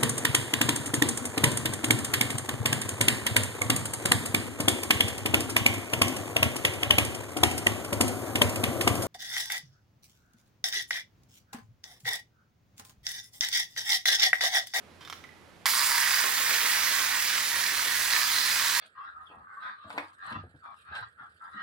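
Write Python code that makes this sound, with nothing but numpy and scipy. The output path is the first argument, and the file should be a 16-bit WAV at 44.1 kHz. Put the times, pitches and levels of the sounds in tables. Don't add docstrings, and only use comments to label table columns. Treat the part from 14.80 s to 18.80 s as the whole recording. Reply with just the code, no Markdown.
import sys
import numpy as np
from scipy import signal
from scipy.fft import rfft, irfft, next_fast_len
from scipy.io import wavfile
from scipy.ndimage import map_coordinates

SR = 44100
rng = np.random.default_rng(int(sys.argv[2]) if len(sys.argv) > 2 else 0)


def master(y):
    cut = np.clip(np.atleast_2d(y).T, -1, 1)
    pcm = np.round(cut * 32767)
    wavfile.write(sys.argv[1], SR, pcm.astype(np.int16))


N = 176400
T = np.arange(N) / SR

# f/Hz, relative level/dB, t60/s
SHELL_MODES = [(957,-2,0.037),(1087,0.5,.03),(1256,0.5,0.013),(1495,-1.5,0.023),(1647,1,0.012),(1756,-3.5,0.018),(1880,0.5,0.022),(1975,0.5,0.019),(2204,-2.5,0.0087),(3450,-4.5,0.016),(4120,1.5,0.0083),(4600,-4,0.0084),(4850,2,0.0098),(5420,-3.5,0.0077)]


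def from_db(db):
    return 10 ** (np.asarray(db) / 20)


def unit_rms(x):
    return x / np.sqrt(np.mean(x ** 2) + 1e-20)


def in_time(curve):
    return np.interp(T, *np.transpose(curve))


def colour(x, points, share=1):
    size = next_fast_len(N + SR // 2, True)
    hz, db = np.transpose(points)
    f = np.maximum(np.fft.rfftfreq(size, 1 / SR), 1)
    gain = from_db(share * np.interp(np.log(f), np.log(hz), db))
    cepstrum = irfft(np.log(gain), size)
    cepstrum[1:size // 2] *= 2
    cepstrum[size // 2 + 1:] = 0
    return irfft(rfft(x, size) * np.exp(rfft(cepstrum)), size)[..., :N]


def drift(corner_hz):
    hop, settle = 40, 2000
    r = np.exp(-2 * np.pi * corner_hz * hop / SR)
    noise = rng.standard_normal(N // hop + settle + 2)
    slow = signal.lfilter([1], [1, -2 * r, r * r], noise)[settle:]
    return np.interp(np.arange(N) / hop, np.arange(len(slow)), unit_rms(slow))


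def ring(x, hz, t60):
    r, w = from_db(-60 / (t60 * SR)), 2 * np.pi * hz / SR
    numerator = np.sqrt((1 - r * r) / 2) * np.array([1, 0, -1])
    return signal.lfilter(numerator, [1, -2 * r * np.cos(w), r * r], x + 1e-18)


def modes(x, table):
    return sum(from_db(db) * ring(x, hz, t60) for hz, db, t60 in table)


def grains(per_s, spread_db):
    sizes = from_db(spread_db * np.minimum(rng.exponential(1, N), 4)) * rng.choice([-1, 1], N)
    return sizes * (rng.random(N) < per_s / SR)


def burst(onset_s, db, decay_s):
    envelope = (T >= onset_s) * np.exp(-np.minimum(abs(T - onset_s) / decay_s, 20))
    return from_db(db) * envelope * rng.standard_normal(N)


def room_tone():
    # f/Hz, relative density level/dB
    air_spectrum = [(15,-31),(25,-11),(53,-14),(80,-4.5),(180,-3),(570,-7.5),(800,-10),(1600,-12.5),(4000,-20),(8000,-29.5),(12500,-35),(15500,-42)]
    mid, side = rng.standard_normal((2, N))
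    air = unit_rms(colour(mid + 0.62 * side * [[1], [-1]], air_spectrum))
    hum_hz = 82.9
    hum = unit_rms(ring(ring(rng.standard_normal(N), hum_hz, t60=.2), hum_hz, t60=.2))
    whine = unit_rms(ring(rng.standard_normal((2, N)), hz=11060, t60=0.016))
    return from_db(-55) * air + from_db(-68) * hum + from_db(-78.5) * whine


def reverberation(x, t60=0.47, step_s=.06):
    # f/Hz, gain/dB
    room_colour = [(100,-9),(700,-5),(1500,-1.5),(3500,0.5),(8000,1.5),(15000,4.5)]
    t, step = T[:SR // 2], int(step_s * SR)
    decay = from_db(-60 * t / t60) * (t > .001)
    decay /= np.sqrt(np.sum(decay ** 2))
    crossfade = np.sqrt(np.hanning(2 * step))
    out = np.zeros((2, N + SR))
    for start in range(0, N, step):
        piece = x[start:start + 2 * step]
        response = decay * rng.standard_normal((2, len(t)))
        echo = signal.fftconvolve([piece * crossfade[:len(piece)]], response, axes=1)
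        out[:, start:start + echo.shape[1]] += echo
    return colour(out[:, :N], room_colour)


def wheels(start_s=1.12, rise_s=0.76):
    # f/Hz, relative density level/dB
    roll_spectrum = [(25,-12),(55,-5),(82,8),(120,-9),(190,-14.5),(270,6),(370,-8),(500,-7.5),(900,-14),(3000,-49)]
    # t/s, relative level/dB
    bumps = [(1.439,-39.5),(1.60,-44),(1.704,-41.5),(1.83,-48),(2.102,-48),(2.76,-49),(2.914,-47.5),(3.058,-43),(3.34,-50)]
    # f/Hz, relative level/dB
    thud_colour = [(80,-33),(280,-7),(480,-3),(680,-5.5),(1200,-8),(4000,-40)]
    rise = np.clip((T - start_s) / rise_s, 0, 1)
    rumble = from_db(-61) * rise * unit_rms(colour(rng.standard_normal(N), roll_spectrum))
    knocks = sum(burst(s, db, decay_s=0.031) for s, db in bumps)
    return rumble + 10 * colour(knocks, thud_colour)


def catch_clicks():
    # t/s, relative level/dB, decay/s, low-pass f/Hz, shell drive/dB, catch drive/dB
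    clicks = [(.208,-49,0.048,5000,-5,-10),(0.25,-41,.004,7000,-8,-2.5),(0.275,-34.5,0.0023,2500,-2,-18),(.282,-41,0.0034,4000,-6,-17),(0.299,-33.5,0.0058,6960,-2,-18),(0.326,-30.5,0.0063,2800,-5,-16),(.439,-38,0.0042,1900,-3,-21),(.857,-16,0.0022,9000,-9,-28),(.866,-26.5,0.0092,2500,0,-28),(.935,-25,0.0068,4000,-6,-20),(0.977,-31,0.0033,3000,-8,-24),(1.438,-23.5,0.0036,5000,-4,-24)]
    # f/Hz, relative level/dB
    click_colour = [(60,-47),(250,-26),(600,-11.5),(800,-6.5),(1050,6),(1900,0.5),(2600,-2),(3350,0),(4300,-4.5),(5300,-1),(7000,-11),(15000,-6.5)]
    # f/Hz, relative level/dB, t60/s
    catch_modes = [(3136,4,0.067),(3550,0,0.11),(5300,-11,0.08)]
    # f/Hz, relative level/dB, t60/s
    spring_modes = [(1946,3,0.062),(1987,5.5,0.13)]
    # t/s, relative level/dB
    pings = [(0.441,-52),(0.49,-59),(.52,-65)]
    hits = np.array([signal.lfilter(*signal.butter(1, hz, fs=SR), burst(s, db, decay_s))
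                     for s, db, decay_s, hz, *_ in clicks])
    *_, shell_db, catch_db = np.transpose(clicks)
    shell = modes(from_db(shell_db) @ hits, SHELL_MODES) / len(SHELL_MODES)
    catch = modes(from_db(catch_db) @ hits, catch_modes)
    spring = modes(sum(burst(s, db, decay_s=0.0051) for s, db in pings), spring_modes)
    return 2 * colour(hits.sum(0), click_colour) + shell + catch + 2 * spring


def flint_squeaks(per_s=22):
    out = np.zeros(N + SR)
    for when, pitch, length in rng.random((int(per_s * N / SR), 3)):
        start = int(when * N)
        size = int(SR * 0.0072 * (.5 + 2 * length))
        slip = rng.standard_normal(size) * np.hanning(size)
        out[start:start + size] += ring(slip, hz=7000 + 8500 * pitch, t60=0.0046)
    return unit_rms(out[:N])


def gear_teeth(speed, teeth_per_s=135, jitter_periods=.12, spread_db=2.84):
    position = np.cumsum(teeth_per_s * speed) / SR + jitter_periods * drift(60)
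    count = np.floor(np.maximum.accumulate(position))
    return np.diff(count, prepend=count[0]) * from_db(spread_db * rng.standard_normal(N))


def grinding(teeth, pressure, spectrum, flicker_db):
    grit = (grains(per_s=9000, spread_db=2) + from_db(9.5) * teeth) * pressure
    edges_hz = np.r_[90, np.linspace(800, 16500, 22)]
    out = 0
    for low, high in zip(edges_hz, edges_hz[1:]):
        band = signal.butter(2, [low, high], "band", fs=SR, output="sos")
        flicker = from_db(flicker_db * drift(14.7))
        out += flicker * signal.sosfilt(band, grit * rng.choice([-1, 1], N) + 1e-18)
    return unit_rms(colour(out, spectrum))


def shell_rattle(teeth, flicker_db=1.5, surge_db=0.94):
    # t/s, relative level/dB
    belly_level = [(0.88, -37), (0.91, -48), (0.95, -36), (2.17, -41), (2.36, -34), (2.44, -49),
                   (2.61, -41), (2.7, -55), (2.75, -38.5), (3.24, -47), (3.37, -36), (3.5, -40.5),
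                   (3.97, -38.5), (4.0, -31.5)]
    rattle_level = [(.88,-27.5),(.91,-49),(1.0,-36),(1.13,-34),(1.2,-31),(1.27,-28.5),(1.32,-32),(1.45,-30.5),(1.55,-33.5),(1.75,-28.5),(1.82,-34),(1.96,-28),(2.01,-34),(2.06,-30.5),(2.22,-33.5),(2.29,-29.5),(2.47,-38.5),(2.56,-30.5),(2.69,-44),(2.76,-32.5),(2.96,-36),(3.07,-32.5),(3.23,-36),(3.34,-29),(3.43,-35),(4,-32.5)]
    scrape_level = [(.88,-35),(1.3,-46),(1.9,-43.5),(2.6,-49),(3.28,-43),(3.33,-35),(3.8,-37),(4,-43)]
    tinny_level = [(.88,-31),(1.05,-37),(1.2,-32.5),(1.42,-39.5),(2.36,-44),(2.47,-36),(2.62,-45),(2.74,-52),(2.83,-35),(2.95,-48),(3.28,-42),(3.4,-37.5),(3.8,-36.5),(4,-43.5)]
    groups = [(800, 1400, belly_level, -1), (1400, 2900, rattle_level, -1.63),
              (2900, 4350, scrape_level, 0), (4350, 7000, tinny_level, 0)]
    loose_parts = from_db(-8.5) * grains(per_s=1500, spread_db=1.14)
    knocks = (teeth + loose_parts) * from_db(surge_db * drift(9.6))
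    out = 0
    for low, high, level, gain_db in groups:
        rings = sum(from_db(db + flicker_db * drift(4.6)) * ring(knocks * rng.standard_normal(N), hz, t60)
                    for hz, db, t60 in SHELL_MODES if low <= hz < high)
        rings = signal.sosfilt(signal.butter(4, low, "high", fs=SR, output="sos"), rings)
        out += from_db(in_time(level) + gain_db) * unit_rms(rings)
    return out


def clockwork(release_s=.857, run_up_s=0.0026, spark_wheel_hz=36.6):
    # f/Hz, relative density level/dB
    whirr_spectrum = [(100,-33),(300,-19),(650,-10.5),(950,-3.5),(1900,3),(2750,-1),(3600,0.5),(5200,-1),(6400,-1),(8000,-21),(15000,-26)]
    rasp_spectrum = [(2500,-22),(5500,-10),(7300,1.5),(8500,-0.5),(9600,0.5),(11200,0),(12700,-2),(14200,-1.5),(15500,0)]
    # t/s, relative level/dB
    whirr_level = [(0.88, -32), (1.07, -33), (1.19, -31.5), (1.51, -32), (1.87, -29.5), (2.43, -32.5),
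                   (2.48, -31), (2.69, -32.5), (3.08, -32), (3.3, -32.5), (3.31, -31), (3.74, -32.5),
                   (3.77, -31.5), (4.0, -31.5)]
    rasp_level = [(.88,-30),(.97,-33),(1.04,-30),(1.25,-33),(1.44,-32.5),(1.75,-32.5),(2.2,-34),(2.6,-35),(2.96,-35),(3.25,-33.5),(3.6,-35),(4,-33.5)]
    whirr_db, rasp_db = in_time(whirr_level), in_time(rasp_level)
    speed = 1 + .06 * drift(1.2)
    teeth = gear_teeth(speed)
    wheel_angle = 2 * np.pi * np.cumsum(spark_wheel_hz * speed) / SR
    pressure = from_db(1.1 * np.sin(wheel_angle) + 0.9 * drift(46))
    rattle = shell_rattle(teeth)
    whirr = from_db(whirr_db + 0.3) * grinding(teeth, pressure, whirr_spectrum, flicker_db=1.1)
    rasp = from_db(rasp_db + 0.6) * grinding(teeth, pressure, rasp_spectrum, flicker_db=1.36)
    squeaks = from_db(rasp_db - np.median(rasp_db) - 42.5) * flint_squeaks()
    running = np.clip((T - release_s) / run_up_s, 0, 1)
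    return (rattle + whirr + rasp + squeaks) * running


def scene():
    # t/s, delay of the left channel/s
    left_lag = [(.9,0.000024),(1.6,0.000053),(2.6,0.000045),(3.1,0.000034),(3.6,0.00003)]
    toy = clockwork() + catch_clicks() + wheels()
    left = map_coordinates(toy, [(T - in_time(left_lag)) * SR], order=5)
    direct = np.array([left, toy])
    wet = from_db(-4.5 + 0.62 * T)
    return (direct + wet * reverberation(toy)) / np.sqrt(1 + wet ** 2 / 2) + room_tone()


def record(dry, cutoff_hz=15800):
    # f/Hz, level/dB before each channel takes its share
    balance = [(100,-2),(400,-3),(1200,-5),(2300,-8),(4400,-4),(8000,-4.5),(15000,-2.5)]
    channels = np.array([colour(dry[0], balance, share=0.56), colour(dry[1], balance, share=-.5)])
    return signal.sosfilt(signal.ellip(12, .1, 80, cutoff_hz, fs=SR, output="sos"), channels)


dry = scene()
out = record(dry)
master(out)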